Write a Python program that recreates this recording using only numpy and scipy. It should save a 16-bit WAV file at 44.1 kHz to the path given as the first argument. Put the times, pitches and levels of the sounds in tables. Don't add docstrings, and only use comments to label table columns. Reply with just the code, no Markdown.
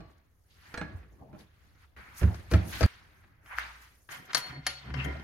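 import sys
import numpy as np
from scipy import signal
from scipy.fft import next_fast_len
from scipy.io import wavfile
from scipy.ndimage import uniform_filter1d

SR = 44100
rng = np.random.default_rng(int(sys.argv[2]) if len(sys.argv) > 2 else 0)


def unload_audio(sound):
    columns = np.transpose(np.atleast_2d(sound))
    steps = np.round(np.clip(columns, -1, 1) * 32767)
    wavfile.write(sys.argv[1], SR, steps.astype(np.int16))


def voltage_ratio(level):
    return 10 ** (np.asarray(level, float) / 20)


N = 231022

SCENE_CUTS = [0, 1.9635, 2.8635, 4.0885, 5.24]

# f/Hz, relative level per Hz/dB
ROOM_COLOUR = [(22, -14), (40, 9.5), (62, 18), (100, 17), (140, -3), (260, -2.5), (700, -9), (1300, -12),
               (2000, -51), (3200, -22), (6000, -37.5), (8200, -45.5), (11000, -24.5), (16000, -26.5)]
ROOM_TONE_DB = -66.5
# f/Hz, t60/s
SHOP_DECAY = [(100, 0.36), (500, 0.59), (1500, 0.23), (4000, 0.23), (8000, 0.29), (15000, 0.14)]
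SHOP_DB, PIN_TO_SHOP_DB = -10.5, -10
# f/Hz, likeness (0-1)
LEFT_RIGHT_LIKENESS = [(60, 0.81), (150, 0.87), (380, 0.49), (950, 0.043), (2380, 0.07), (5980, 0.01),
                       (15000, 0.97)]
# f/Hz, width/Hz, depth (0-1)
MIC_NOTCH = (7580, 780, 1)
PORT_LAG = 0.48
# t/s, level/dB, rise/s, fall/s
HUM_SWELLS = [(3.48, -58, 0.049, 0.11), (3.58, -51.5, 0.11, 0.5), (3.97, -60, 0.027, .035)]
HUM_HZ = 58.64

STROKE_SLOPE_DB = 20
# t/s, level/dB, rise/s, fall/s
RUSTLE_STROKES = [(.116, -75.5, 0.051, 0.043), (0.183, -77, .01, 0.011), (0.518, -94, .025, .4),
                  (.74, -68, 0.48, 0.16), (.97, -73.5, 0.088, .11), (1.128, -77.5, 0.12, 0.39),
                  (1.4, -68, 0.063, 0.081), (1.65, -79, 0.42, 0.63), (1.82, -75.5, 0.074, .1),
                  (1.964, -73, .002, 1.8), (2.183, -47, 0.034, 0.091), (2.35, -64, 0.35, 0.27),
                  (2.518, -47.5, 0.014, 0.065), (2.69, -50.5, 0.08, 1.6), (2.865, -65.5, .002, 0.21),
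                  (3.18, -77, .6, .3), (3.465, -67, 0.044, 2), (3.59, -53.5, 0.036, 0.04),
                  (3.66, -77, .05, 0.16), (3.82, -60.5, 0.014, 0.07), (4.021, -87.5, 0.014, .3),
                  (4.119, -51, 0.027, 0.11), (4.261, -64, 0.052, 0.03), (4.38, -42, 0.044, 0.04),
                  (4.47, -63, .1, 0.12), (4.67, -65, 0.019, 0.044), (4.76, -76, .1, 0.72),
                  (4.96, -72, 0.028, 1.2), (5.045, -50, 0.0036, 0.028)]
# t/s, level/dB, rise/s, fall/s, rumble relative level/dB
SHIFT_STROKES = [(0.0, -52.5, .01, 0.21, 4), (0.252, -68.5, 0.01, 0.01, -6), (.58, -71.5, 0.18, 0.31, 11.5),
                 (.83, -42.5, 0.11, 0.097, -1.5), (.955, -52, 0.09, 0.16, 9), (1.141, -62, 0.091, 0.1, 6),
                 (1.228, -44.5, 0.05, 0.052, -9), (1.339, -46, 0.082, 0.11, -10),
                 (1.42, -63.5, .05, .1, -5), (1.7, -72, 0.62, 0.9, 11.5), (2.001, -52.5, 0.062, 0.042, 1),
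                 (2.1, -62.5, 0.25, 0.43, 1), (2.26, -42.5, 0.052, 0.23, 11), (2.58, -39, .06, 0.073, 6.5),
                 (2.684, -42.5, 0.11, 0.076, -1), (2.749, -49.5, 0.068, 0.22, 8),
                 (3.05, -66.5, 0.67, 0.89, 3), (3.268, -76, .15, .3, 16), (3.45, -66.5, 0.13, 0.034, -7),
                 (3.6, -68, 0.04, 0.9, -20), (3.8, -92, 0.062, 0.19, -35)]
# t/s, level/dB, rise/s, fall/s, grit relative level/dB
SCUFF_STROKES = [(0.0, -67, .01, 0.38, -6.5), (.52, -79, 0.049, .3, 10), (.66, -60.5, 0.15, 0.28, -5.5),
                 (0.78, -52, 0.16, 0.31, -12), (1.02, -73, 0.34, 0.083, -18), (1.36, -77, 0.15, .1, -13),
                 (1.41, -65, 0.055, 0.075, 0), (1.65, -72.5, 0.89, 0.74, -4),
                 (1.845, -63, 0.12, 0.028, -8.5), (1.965, -53, 0.0041, 0.58, -13),
                 (2.2, -52.5, 0.096, 0.29, -5.5), (2.35, -59.5, 0.17, 0.35, -5.5),
                 (2.56, -46, 0.079, .2, -6), (2.74, -45.5, 0.07, 1, -1), (2.865, -53, .002, 0.24, -3.5),
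                 (3.2, -67, 1, 0.45, -11), (3.533, -41, 0.067, 0.057, -23), (3.595, -40, 0.046, 0.2, -8.5),
                 (3.83, -59.5, 0.15, 0.19, -6.5), (4.124, -45.5, 0.059, 0.15, -7),
                 (4.31, -44.5, 0.036, .03, -12.5), (4.38, -43, 0.043, 0.1, -1.5),
                 (4.488, -49, 0.16, 0.16, -7), (4.69, -51.5, 0.047, 0.17, 5.5),
                 (4.88, -55, 0.28, 0.19, -11), (5.0, -44.5, 0.084, 0.23, -10.5),
                 (5.12, -56, 0.11, .5, -7.5)]
# t/s, level/dB, rise/s, fall/s, dull body relative level/dB
DRAG_STROKES = [(4.106, -56, 0.014, 0.21, -1.5), (4.25, -66.5, 0.35, 0.15, 5), (4.4, -62, 0.13, 0.81, -9),
                (4.58, -53, 0.65, 0.1, -1.5), (4.69, -61, .03, 0.069, 5.5), (4.88, -56, 0.066, 0.26, 8),
                (4.97, -46.5, 0.04, 0.099, 4.5), (5.055, -41, .015, 0.18, 1.5),
                (5.17, -55.5, 0.088, 0.35, 7)]
# t/s, upper modes' level/dB, rise/s, fall/s, lowest mode's relative level/dB
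STOVE_SHAKES = [(4.12, -62.5, 0.067, 0.13, -12), (4.384, -47, 0.077, 0.045, -26),
                (4.51, -41.5, 0.026, .06, -10.5), (4.594, -39, 0.059, 0.028, -12.5),
                (4.63, -52.5, .02, 0.3, -5), (4.88, -51, 0.035, .3, -4), (4.994, -29, 0.11, 0.035, -15.5),
                (4.93, -45.5, 0.076, 0.08, 3), (5.07, -32, 0.061, 0.038, -17), (5.1, -52, 0.19, .12, 12.5),
                (5.15, -45.5, 0.09, .15, -1)]
# f/Hz, relative level per Hz/dB
CLOTH_COLOUR = [(4000, -5), (6500, 4.5), (9000, -2.5), (11000, 2), (14000, -4.5), (16000, -11.5)]
WOOD_COLOUR = [(112, -10.5), (152, -6.5), (187, -8), (232, -13.5), (322, -12.5), (482, -20), (752, -20),
               (1202, -31.5)]
RUMBLE_COLOUR = [(20, -27), (40, -25), (62, 1), (100, -6), (140, -24.5), (250, -33.5)]
SCUFF_COLOUR = [(400, -24.5), (900, -2), (1600, 4), (2200, 0), (3000, -12), (4500, -41)]
GRIT_COLOUR = [(1800, -5), (2800, 1.5), (4500, -1), (6500, -12.5), (8500, -15)]
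FRAME_DB = -3

# time of the loudest moment t/s, length/s, f/Hz, level/dB
STEEL_SQUEAKS = [(2.836, 0.029, 4550, -41), (5.007, 0.051, 2700, -40.5), (5.061, 0.092, 1980, -50.5)]
# level/dB, f/Hz, width of each of two resonance passes/Hz, left-right/dB
TICK = (-13.5, 1538, 720, 6)
TICK_S = 3.5852
# t/s, level/dB, lift of modes above 6 kHz/dB, left-right/dB
SPANNER_BLOWS = [(.003, -61.5, -10, 10)]
HAMMER_BLOWS = [(.775, -43, 4, -11), (.812, -51, -16, 1)]
# f/Hz, level/dB, t60/s
SPANNER_MODES = [(651, -9, .6), (1136, 0, .6), (1195, -4, .45), (2950, -12, .36), (4199, -8, .55),
                 (8032, -12, .3)]
HAMMER_MODES = [(1141, -15, .6), (1626, -4, .27), (1680, -1, .45), (1715, -4, .4), (1760, -8, .3),
                (2213, -8, .2), (2455, -13, .3), (4151, -7, .12), (4161, -15, .45), (8060, -12, .14)]
# t/s, level/dB, lift of modes above 6 kHz/dB, pitch factor, ring-time factor
PIN_BLOWS = [(4.347, -33, 0, 1.0, 1.0), (4.668, -37.5, 6, 1.018, .75)]
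# f/Hz, level/dB, t60/s
PIN_MODES = [(4328, 0, .55), (4337, -1.5, .55), (10872, -1, .12), (10895, -9, .27)]
PIN_PAN_DB = 5.5

# f/Hz, width of each of two resonance passes/Hz, level/dB
STOVE_MODES = [(68.9, 6.7, 5.5), (134.9, 17, -1), (259.4, 14, -14.5)]
EVENING = 0.7
# t/s, level/dB
BENCH_THUMPS = [(2.212, -5), (2.517, -3.5), (2.811, -4)]
# f/Hz, level/dB, t60/s
THUMP_MODES = [(74.8, 0, 0.23), (101.1, -3, 0.25), (170.6, -13, 0.25), (191.3, -13, 0.22), (237, -18, 0.16),
               (349, -8, 0.08), (426, -11, 0.08), (575, -12, 0.074)]
THUMP_RISE = 0.014
# t/s, level/dB, treble/dB, ring/dB, left-right/dB
BENCH_BLOWS = [(0.003, -60.5, -2.5, 3.5, -10), (0.094, -60, -22, -16, -5), (0.74, -36.5, -9, -7, -4.5),
               (0.775, -40, -1.5, -0.5, 2), (0.812, -36, -14, -5, -6), (1.028, -55, -34, -14, -5),
               (1.328, -65.5, -7.5, 8, -6.5), (1.345, -62.5, -25, 5.5, -8), (1.388, -68.5, 9.5, -4, 16),
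               (1.752, -66, -6, -15, 2), (2.212, -45, -29, 4, -11), (2.229, -36.5, -12, -5.5, -9),
               (2.275, -46.5, -34, -23, 4), (2.343, -48, 0.5, -19, 9.5), (2.512, -33.5, -5, -3.5, 5),
               (2.535, -28, -5.5, -2, 6.5), (2.807, -31, -1.5, -2.5, 8.5), (2.828, -25, -6, -10, 7.5)]
STEEL_BLOWS = [(3.238, -53.5, -23, -37, 4), (3.459, -48.5, -14, -10, 4), (4.089, -41, -28, -12.5, 7.5),
               (4.124, -47, 1, -28, 6), (4.303, -49, -26, -21, 10), (4.331, -32, 1.5, -15, 3.5),
               (4.346, -21, 8, -11, 7), (4.369, -33, 3, -12, 20), (4.665, -24, 5.5, -9.5, 3.5),
               (4.902, -41.5, -30, -11, 5), (4.939, -39.5, -7.5, -3.5, 19), (5.046, -40.5, -18, -3, 18.5),
               (5.196, -47.5, -10, -9, 12)]
# f/Hz, level/dB, t60/s
BENCH_MODES = [(200, -21, 0.12), (320.3, 4, 0.049), (497, 4.5, 0.055), (636, 7, 0.031), (808, 1.5, 0.028),
               (1330, 7.5, 0.019), (2380, -0.5, 0.029)]
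STEEL_MODES = [(566, -15.5, 0.12), (751, -4, 0.083), (989, -8.5, 0.13), (1410, -15, 0.43),
               (1844, -4, 0.089), (2100, 0.5, 0.063), (2830, -9.5, 0.057), (3135, -0.5, 0.061),
               (3080, -24, 0.13), (5320, -20, 0.17), (7100, -35, 0.052)]
# f/Hz, relative level/dB
CRACK_COLOUR = [(150, -14), (500, -7.5), (1000, 4.5), (1700, 9.5), (2500, 0.5), (3600, -8)]
EDGE_COLOUR = [(2800, -6), (4400, 10), (6400, 3.5), (8800, -8), (12100, -26.5), (16000, -47)]
BENCH_RATTLE, STEEL_RATTLE = 0.011, 0.0067


def evened(x):
    return x / np.sqrt(np.mean(x ** 2) + 1e-20)


def read(points, hz):
    f, value = np.transpose(points)
    return np.interp(np.log(hz + 1), np.log(f + 1), value, left=value[0], right=value[-1])


def add(mix, s, sound):
    part = mix[..., max(round(s * SR), 0):][..., :sound.shape[-1]]
    part += sound[..., :part.shape[-1]]


def sides(db):
    return voltage_ratio(np.array([[db / 2], [-db / 2]]))


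def placed(x, pan_db):
    size = len(x) + 256
    hz = np.fft.rfftfreq(size, 1 / SR)
    lag = LAG_TAPER = PORT_LAG * pan_db / (1 + (hz / 7000) ** 8)
    turn = np.exp(-1j * np.pi * hz * lag / SR)
    pair = np.fft.irfft(np.fft.rfft(x, size) * np.array([turn, 1 / turn]), size)
    return sides(pan_db) * pair[:, :len(x)]


def resonate(x, hz, width):
    turn = np.exp(2j * np.pi * hz * np.arange(x.shape[-1]) / SR)
    r = np.exp(-np.pi * width / SR)
    return 2 * (turn * signal.lfilter([1 - r], [1, -r], x / turn)).real


def wavering(hz, width):
    tone = evened(resonate(resonate(rng.standard_normal(N), hz, width), hz, width))
    envelope = abs(signal.hilbert(tone, next_fast_len(N))[:N])
    return evened(tone / (envelope + 0.1) ** EVENING)


def coloured(x, colour):
    hz = abs(np.fft.fftfreq(4096, 1 / SR))
    log_gain = np.log(voltage_ratio(read([(1, -70)] + colour + [(SR / 2, -70)], hz)))
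    taps = np.fft.ifft(np.exp(np.conj(signal.hilbert(log_gain)))).real[:2048]
    return signal.fftconvolve(x, taps / np.linalg.norm(taps))[:len(x)]


def noise(colour, size, patchy_db):
    frames, hz = 4 * N // size + 5, np.fft.rfftfreq(size, 1 / SR)
    a, b, c, d, patches = rng.standard_normal((frames, len(hz), 5)).T
    patches = uniform_filter1d(patches, size=9, axis=0)
    patches = evened(uniform_filter1d(patches, size=7, axis=1))
    same = np.clip(read(LEFT_RIGHT_LIKENESS, hz), -1, 1)[:, None]
    left = a + 1j * b
    right = same * left + np.sqrt(1 - same ** 2) * (c + 1j * d)
    inside = (hz > colour[0][0]) & (hz < colour[-1][0])
    gain = voltage_ratio(read(colour, hz)[:, None] + patchy_db * patches) * inside[:, None]
    z = np.array([left, right]) * gain
    pair = signal.istft(z, nperseg=size, noverlap=size * 3 // 4)[1][:, :N]
    return pair / pair.mean(0).std()


def swells(rows):
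    t, rows = np.arange(0, N + 64, 32) / SR, np.array(rows)
    s, db, rise, fall = rows.T[:4, :, None]
    before, after = (s - t) / np.maximum(rise, 1e-3), (t - s) / np.maximum(fall, 1e-3)
    slope = np.where(t < s, before, after)
    inside = np.searchsorted(SCENE_CUTS, t, "right") == np.searchsorted(SCENE_CUTS, s, "right")
    level = voltage_ratio(db - STROKE_SLOPE_DB * slope) * inside
    layers = [level, level * voltage_ratio(rows[:, -1:])]
    return [np.interp(np.arange(N) / SR, t, np.sqrt((layer ** 2).sum(axis=0))) for layer in layers]


def ringing(modes, top_db=0, factor=1):
    t = np.arange(SR // 2) / SR
    out = np.zeros(len(t))
    for hz, db, t60 in modes:
        level_db = db + top_db * (hz > 6000)
        out += voltage_ratio(level_db - 60 * t / t60) * np.sin(2 * np.pi * hz * factor * t)
    return out * np.minimum(10 - 20 * t, 1)


def room_tone():
    return voltage_ratio(ROOM_TONE_DB) * noise(ROOM_COLOUR, size=1024, patchy_db=0.5)


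def shop():
    taps = np.zeros((2, SR))
    at = np.arange(300, SR - 20, 20) + rng.integers(0, 20, (2, (SR - 301) // 20))
    np.put_along_axis(taps, at, rng.choice([-1., 1.], at.shape), 1)
    hz, t, z = signal.stft(taps, SR, nperseg=256)
    tail = signal.istft(z * voltage_ratio(-60 * t / read(SHOP_DECAY, hz)[:, None]), SR, nperseg=256)[1]
    return tail / np.linalg.norm(tail[0])


def hum():
    return swells(HUM_SWELLS)[0] * wavering(HUM_HZ, 2.9)


def rustling():
    return swells(RUSTLE_STROKES)[0] * noise(CLOTH_COLOUR, size=256, patchy_db=3.0)


def frame(level, modes):
    slips = rng.standard_normal((2, N)) * (rng.random(N) < 400 / SR)
    slips *= np.arange(N) > SCENE_CUTS[-2] * SR
    ring = ringing(modes)
    ring = ring[None] / np.linalg.norm(ring)
    return np.sqrt(SR / 400) * signal.fftconvolve(level * slips, ring, axes=1)[:, :N]


def shifting_and_dragging():
    wood, rumble = swells(SHIFT_STROKES)
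    drag, body = swells(DRAG_STROKES)
    dull = (wood + body) * noise(WOOD_COLOUR, size=1024, patchy_db=3.5)
    low = rumble * noise(RUMBLE_COLOUR, size=4096, patchy_db=0.0)
    return dull + low + frame(drag, STEEL_MODES[:6])


def scuffing():
    scuff, grit = swells(SCUFF_STROKES)
    rubbed = scuff * noise(SCUFF_COLOUR, size=512, patchy_db=1.5)
    rubbed = rubbed + grit * noise(GRIT_COLOUR, size=256, patchy_db=2.5)
    return rubbed + voltage_ratio(FRAME_DB) * frame(scuff, STEEL_MODES)


def squeaks():
    out, t = np.zeros((2, N)), np.arange(SR // 2) / SR - 1 / 4
    for s, length, hz, db in STEEL_SQUEAKS:
        whistle = evened(resonate(resonate(rng.standard_normal(len(t)), hz, 320), hz, 320))
        whistle = whistle * np.exp(-(2 * t / length) ** 2)
        add(out, s + t[0], voltage_ratio(db) * placed(whistle, pan_db=12.0))
    return out


def snap():
    db, hz, width, pan_db = TICK
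    out = np.zeros((2, N))
    blow = 1. * (np.arange(SR // 10) == 8)
    tick = resonate(resonate(blow, hz, width), hz, width) + 0.016 * coloured(blow, EDGE_COLOUR)
    add(out, TICK_S, voltage_ratio(db) * placed(tick / abs(tick).max(), pan_db))
    return out


def clinks(hits, modes):
    out = np.zeros((2, N))
    for s, db, top_db, pan_db in hits:
        add(out, s, voltage_ratio(db) * placed(ringing(modes, top_db), pan_db))
    return out


def thumps():
    out = np.zeros((2, N))
    swell = (1 - np.exp(-np.arange(SR // 2) / SR / THUMP_RISE)) ** 3
    for s, db in BENCH_THUMPS:
        add(out, s, voltage_ratio(db) * sides(-2.6) * swell * ringing(THUMP_MODES))
    return out


def knocks(rows, modes, rattle_s):
    out, t = np.zeros((2, N)), np.arange(SR // 2) / SR
    rattle = np.exp(-t / max(rattle_s, 1e-4)) * np.minimum(t / 0.0021, 1)
    for s, db, treble_db, ring_db, pan_db in rows:
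        burst = rng.standard_normal((3, len(t))) * rattle
        edge = coloured(burst[1] * np.exp(-t / 0.018), EDGE_COLOUR)
        crack = coloured(burst[0], CRACK_COLOUR) + voltage_ratio(treble_db) * edge
        push = burst[2] / np.linalg.norm(burst[2])
        ring = signal.fftconvolve(push, ringing(modes))[:len(t)]
        add(out, s, voltage_ratio(db) * placed(crack + voltage_ratio(ring_db) * ring, pan_db))
    return out


def pin():
    out = np.zeros((2, N))
    for s, db, top_db, factor, shorter in PIN_BLOWS:
        modes = [(hz, level_db, t60 * shorter) for hz, level_db, t60 in PIN_MODES]
        add(out, s, voltage_ratio(db) * placed(ringing(modes, top_db, factor), PIN_PAN_DB))
    return out


def drone():
    upper, low = swells(STOVE_SHAKES)
    levels = (low, upper, upper)
    return sum(level * voltage_ratio(db) * wavering(hz, w) for (hz, w, db), level in zip(STOVE_MODES, levels))


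def scene():
    out = room_tone() + hum() + rustling() + shifting_and_dragging() + scuffing() + drone()
    hits = squeaks() + snap() + clinks(SPANNER_BLOWS, SPANNER_MODES) + clinks(HAMMER_BLOWS, HAMMER_MODES)
    hits = hits + knocks(BENCH_BLOWS, BENCH_MODES, BENCH_RATTLE)
    hits = hits + knocks(STEEL_BLOWS, STEEL_MODES, STEEL_RATTLE)
    notes, low = pin(), thumps()
    sent = (hits + voltage_ratio(PIN_TO_SHOP_DB) * notes).mean(0)
    struck = hits + notes
    for a, b in zip(SCENE_CUTS, SCENE_CUTS[1:]):
        part = slice(round(a * SR), round(b * SR))
        wet = signal.fftconvolve(sent[None, part], shop(), axes=1)
        direct = struck[:, part] + low[:, part] * (a < BENCH_THUMPS[0][0])
        add(out, a, direct + voltage_ratio(SHOP_DB) * wet[:, :direct.shape[1]])
    return out


def roll_off(x):
    return signal.sosfilt(signal.butter(12, 16480, fs=SR, output="sos"), x)


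def record(dry):
    hz, width, depth = MIC_NOTCH
    mix = dry - depth * resonate(dry, hz, width)
    return roll_off(mix)


dry = scene()
out = record(dry)
unload_audio(out)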